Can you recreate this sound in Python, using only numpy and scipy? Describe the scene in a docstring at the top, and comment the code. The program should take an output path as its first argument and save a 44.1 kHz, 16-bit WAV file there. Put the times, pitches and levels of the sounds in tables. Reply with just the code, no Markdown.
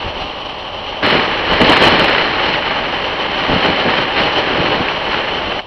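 """A train rolls on rough rails, heard just inside a window, then outside along the carriage, and for
a last instant in shelter. Wheels and wind make one mid-pitched roar. The slipstream strikes the
microphone's port: small eddies crackle and excite its cavity resonances, larger ones slap, thump and thud.
A low rumble and a faint hiss lie underneath, and the highest peaks saturate the recorder."""
import sys
import numpy as np
from scipy import signal
from scipy.fft import rfft, irfft
from scipy.io import wavfile
from scipy.ndimage import uniform_filter1d

SR = 44100
rng = np.random.default_rng(int(sys.argv[2]) if len(sys.argv) > 2 else 0)


def persist_wave(psi):
    """Save psi, clipped to +-1, as 16-bit WAV."""
    counts = np.round(np.clip(psi, -1, 1) * 32767).astype(np.int16)
    wavfile.write(sys.argv[1], SR, np.atleast_2d(counts).T)


N = 249667
TIME = np.arange(N) / SR
FREQS = np.maximum(np.fft.rfftfreq(N, 1 / SR), 1)


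# Spectrum of the roar of train and wind. Each row: frequency in Hz, relative level in dB.
ROAR_SPECTRUM = [(60, -11.5), (250, -12.5), (450, -6.5), (590, 1.5), (700, 2.5), (850, 1.5), (1000, -2),
                 (1170, -1.5), (1330, -11.5), (1900, -18), (2700, -7.5), (3100, -6.5), (3600, -15.5),
                 (4500, -23), (5300, -26.5)]

def train_and_wind_roar(level_db):
    """Broadband noise: rough wheels on rough rails and the wind blend in a slightly shuddering roar."""
    roar = coloured(rng.standard_normal(N), ROAR_SPECTRUM, 500, 1200)
    return roar * from_db(level_db + 1.3 * drift(rate_hz=27))


# Spectrum of the small eddies. Each row: frequency in Hz, relative level in dB.
RUSH_SPECTRUM = [(100, -27), (400, 0.5), (900, 2), (1400, 3), (1800, 4.5), (2400, 1.5), (3000, -5.5),
                 (3500, -9.5), (4200, -13.5), (4600, -23), (5200, -19), (6000, -60)]

def rush(flow_db):
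    """Fine-scale turbulence: small eddies crackle in clumps, louder and brighter in stronger flow."""
    level_db = flow_law(flow_db, cruise_db=-25, slope=1.014)
    treble_db = flow_law(flow_db, cruise_db=-1.8, slope=0.85)
    crackle = coloured(eddies(per_s=5000, spread_db=3.0), RUSH_SPECTRUM, 1400, 2600)
    treble = irfft(rfft(crackle) / (1 + (3500 / FREQS) ** 8), N)
    shelved = crackle + treble * (from_db(treble_db) - 1)
    return shelved * from_db(level_db + 1.6 * drift(rate_hz=47))


# Spectrum of the large eddies. Each row: frequency in Hz, relative level in dB.
BUFFET_SPECTRUM = [(30, -21.5), (70, -5.5), (130, 1), (330, 6), (550, 4.5), (900, -1), (1500, -25),
                   (3000, -29.5), (6000, -51)]

def buffeting(level_db):
    """Large-scale turbulence: the pressure of big eddies thumps on the port in uneven lumps."""
    thumps = coloured(eddies(per_s=1500, spread_db=2.5), BUFFET_SPECTRUM, 100, 450)
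    return thumps * from_db(level_db + 0.73 * drift(rate_hz=45))


# Sharp slaps of air on the port. Each row: time in seconds, peak level in dB.
AIR_SLAPS = [(1.065, -6.5), (1.130, -4.5), (1.534, -2.5), (1.617, -0.5), (1.682, -12), (1.721, -3),
             (1.769, -6), (1.842, 0.5), (2.15, -4.5), (2.184, -0.5), (3.895, -4), (4.886, -6), (5.144, -3)]
# Deep thuds of the largest eddies. Each row: time in seconds, peak level in dB.
EDDY_THUDS = [(1.520, -16), (1.620, -12.5), (3.565, -12), (4.600, -10), (4.810, -10)]

def eddy_impacts(impacts, width_s, band_hz):
    """Pressure transients: single eddies swell and fade; larger ones last longer and sound lower."""
    pressure = np.zeros(N)
    t = TIME[:SR // 10] - TIME[SR // 20]
    envelope = np.exp(-(t / width_s) ** 2)
    band = signal.butter(6, band_hz, "band", fs=SR, output="sos")
    for time_s, peak_db in impacts:
        burst = signal.sosfilt(band, rng.standard_normal(len(t))) * envelope
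        start = max(int(time_s * SR) - SR // 20, 0)
        pressure[start:start + len(t)] += from_db(peak_db) * burst / np.abs(burst).max()
    return pressure


# Spectrum of the rumble. Each row: frequency in Hz, relative level in dB.
RUMBLE_SPECTRUM = [(10, -20), (20, -4), (30, 2.5), (50, 0.5), (90, -2), (200, -18.5), (1000, -69)]

def rumble(level_db):
    """Wall-pressure fluctuation: the slowest swings along the carriage side are heard as a rumble."""
    gain = from_db(level_db + 1.5 * drift(rate_hz=6))
    return gain * coloured(rng.standard_normal(N), RUMBLE_SPECTRUM, 20, 70, window_samples=6000)


# Airflow just inside the window. Each row: time in seconds, strength in dB.
FLOW_AT_WINDOW = [(0.02, -29), (0.474, -37), (0.96, -32.5), (0.98, -32.5)]
# Airflow outside, along the carriage. Each row: time in seconds, strength in dB.
FLOW_OUTSIDE = [(1.06, -13), (1.42, -21.5), (1.52, -16.5), (1.82, -13.5), (2.24, -16.5), (2.34, -19),
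                (2.55, -17.5), (2.6, -23), (2.66, -20), (2.87, -22), (3.16, -23), (3.69, -17.5),
                (3.74, -19.5), (4.0, -17.5), (4.11, -23.5), (4.19, -14.5), (4.27, -20.5), (4.72, -19.2),
                (5.05, -24.5), (5.14, -19), (5.34, -25.5), (5.58, -25)]

def airflow():
    """Wind shielding: the flow at the microphone, in dB, is strong outside and weak in shelter."""
    window_db = np.interp(TIME, *np.transpose(FLOW_AT_WINDOW))
    outside_db = np.interp(TIME, *np.transpose(FLOW_OUTSIDE))
    return by_position(window_db, outside_db, sheltered=-44)


# Gusts that break on the port. Each row: start in seconds, length in seconds,
# then the levels it adds to the buffeting, the rumble and the roar, in dB.
PORT_GUSTS = [(0.045, 0.026, -30, -32, -31), (0.165, 0.09, -35, -36, -29.5), (1.04, 0.018, -20.5, -44, -24),
              (1.128, 0.051, -18, -37, -25), (1.5, 0.041, -23, -24, -26), (1.608, 0.016, -11.5, -33, -18),
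              (1.67, 0.04, -13.5, -29, -15), (1.814, 0.062, -16.5, -32, -14.5),
              (1.914, 0.037, -18, -32, -21), (1.994, 0.058, -17.5, -42, -21),
              (3.495, 0.053, -17.5, -30, -28), (3.653, 0.052, -19, -35, -27), (3.858, 0.022, -17, -46, -32),
              (3.972, 0.047, -23.5, -39, -31), (4.203, 0.061, -25, -36, -21.5),
              (4.365, 0.035, -24.5, -42, -19.5), (4.473, 0.34, -23, -38, -30),
              (5.297, 0.26, -32.5, -39, -30.5)]

def gusts(attack_s=0.011, release_s=0.028):
    """Intermittency: gusts build, hold and decay; their powers add to three level curves in dB."""
    power = np.full((3, N), 1e-12)
    for start_s, length_s, *levels_db in PORT_GUSTS:
        attack = np.clip(1 + (TIME - start_s) / attack_s, 0, 1)
        release = np.exp(-np.clip(TIME - start_s - length_s, 0, 1) / release_s)
        power += np.outer(from_db(levels_db), attack * release) ** 2
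    return 10 * np.log10(power)


# Resonances behind the port. Each row: frequency in Hz, bandwidth in Hz, gain in dB.
CAVITY_MODES = [(2820, 250, 3.5), (3033, 118, 7), (4230, 266, 9)]

def microphone(pressure, notch_hz=691.3, notch_width_hz=51, cutoff_hz=5820, leak_db=-23.5):
    """Cavity resonance: modes ring, one narrow band cancels, and the port passes little high treble."""
    for hz, width_hz, gain_db in CAVITY_MODES:
        ringing = signal.lfilter(*signal.iirpeak(hz, hz / width_hz, fs=SR), pressure)
        pressure = pressure + (from_db(gain_db) - 1) * ringing
    pressure = signal.lfilter(*signal.iirnotch(notch_hz, notch_hz / notch_width_hz, fs=SR), pressure)
    passed = signal.sosfilt(signal.cheby1(12, .2, cutoff_hz, fs=SR, output="sos"), pressure)
    leak = signal.sosfilt(signal.butter(6, [6900, 9900], "band", fs=SR, output="sos"), pressure)
    return passed + from_db(leak_db + drift(rate_hz=4)) * leak   # the faint treble swells and fades


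def hiss(rms_db=-76):
    """Self-noise: the microphone adds a faint white hiss of its own."""
    return from_db(rms_db) * rng.standard_normal(N)


def eddies(per_s, spread_db):
    """A Poisson process: random pressure kicks of either sign and uneven size, with rms 1."""
    arrivals = rng.random(N) < per_s / SR
    sizes = from_db(spread_db * np.clip(rng.standard_normal(N), -2, 2))
    kicks = arrivals * sizes * rng.choice([-1, 1], N)
    return kicks / kicks.std()


def coloured(source, colour, low_hz, high_hz, window_samples=2600):
    """Spectral shaping: filters a source and holds its rms near 1 between two frequencies."""
    hz, db = np.transpose(colour)
    spectrum = rfft(source) * from_db(np.interp(np.log(FREQS), np.log(hz), db))
    band = irfft(spectrum * ((FREQS > low_hz) & (FREQS < high_hz)), N)
    power = uniform_filter1d(uniform_filter1d(band ** 2, window_samples), window_samples)
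    return irfft(spectrum, N) / np.sqrt(power + 1e-20)


def drift(rate_hz):
    """Random modulation: low-passed noise of spread 1 that moves at about the given rate."""
    slow = irfft(rfft(rng.standard_normal(N)) / (1 + (FREQS / rate_hz) ** 2), N)
    return slow / slow.std()


def by_position(window, outside, sheltered, out_s=1.021, back_s=5.601, fade_s=0.0089):
    """Linear crossfade: takes the value for where the microphone is at each moment."""
    gone_out, come_back = [np.clip((TIME - s) / fade_s, 0, 1) for s in (out_s, back_s)]
    return window + gone_out * (outside - window) + come_back * (sheltered - outside)


def flow_law(flow_db, cruise_db, slope, cruise_flow_db=-22):
    """A power law: the level is cruise_db at cruising flow and gains slope dB per dB of flow."""
    return cruise_db + slope * (flow_db - cruise_flow_db)


def power_sum(a_db, b_db):
    """Incoherent addition: unrelated sounds add in power; the result is in dB."""
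    return 10 * np.log10(from_db(a_db) ** 2 + from_db(b_db) ** 2)


def from_db(db):
    """The decibel scale: amplitude grows tenfold every 20 dB."""
    return 10 ** (np.asarray(db) / 20)


def scene():
    """Superposition: the train rolls on; the joint roar of train and wind swells with flow and gusts."""
    flow_db = airflow()
    gust_buffet_db, gust_rumble_db, gust_roar_db = gusts()
    shelter_db = by_position(window=0, outside=0, sheltered=-4)
    roar_db = power_sum(flow_law(flow_db, cruise_db=-23.5, slope=0.33) + shelter_db, gust_roar_db)
    buffet_db = power_sum(flow_law(flow_db, cruise_db=-29, slope=0.7), gust_buffet_db)
    rumble_db = power_sum(flow_law(flow_db, cruise_db=-41, slope=0.12), gust_rumble_db)
    slaps = eddy_impacts(AIR_SLAPS, width_s=0.0016, band_hz=(700, 2800))
    thuds = eddy_impacts(EDDY_THUDS, width_s=0.0074, band_hz=(77.4, 263))
    turbulence = buffeting(buffet_db) + rush(flow_db) + rumble(rumble_db) + slaps + thuds
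    return (microphone(train_and_wind_roar(roar_db) + turbulence) + hiss())[None]


def record(dry, knee=0.88, cutoff_hz=15900):
    """Soft saturation: peaks above the knee are squashed toward full scale, then the top treble is cut."""
    linear = np.clip(dry, -knee, knee)
    squashed = linear + (1 - knee) * np.tanh((dry - linear) / (1 - knee))
    return signal.sosfilt(signal.ellip(10, .1, 70, cutoff_hz, fs=SR, output="sos"), squashed)


dry = scene()
out = record(dry)
persist_wave(out)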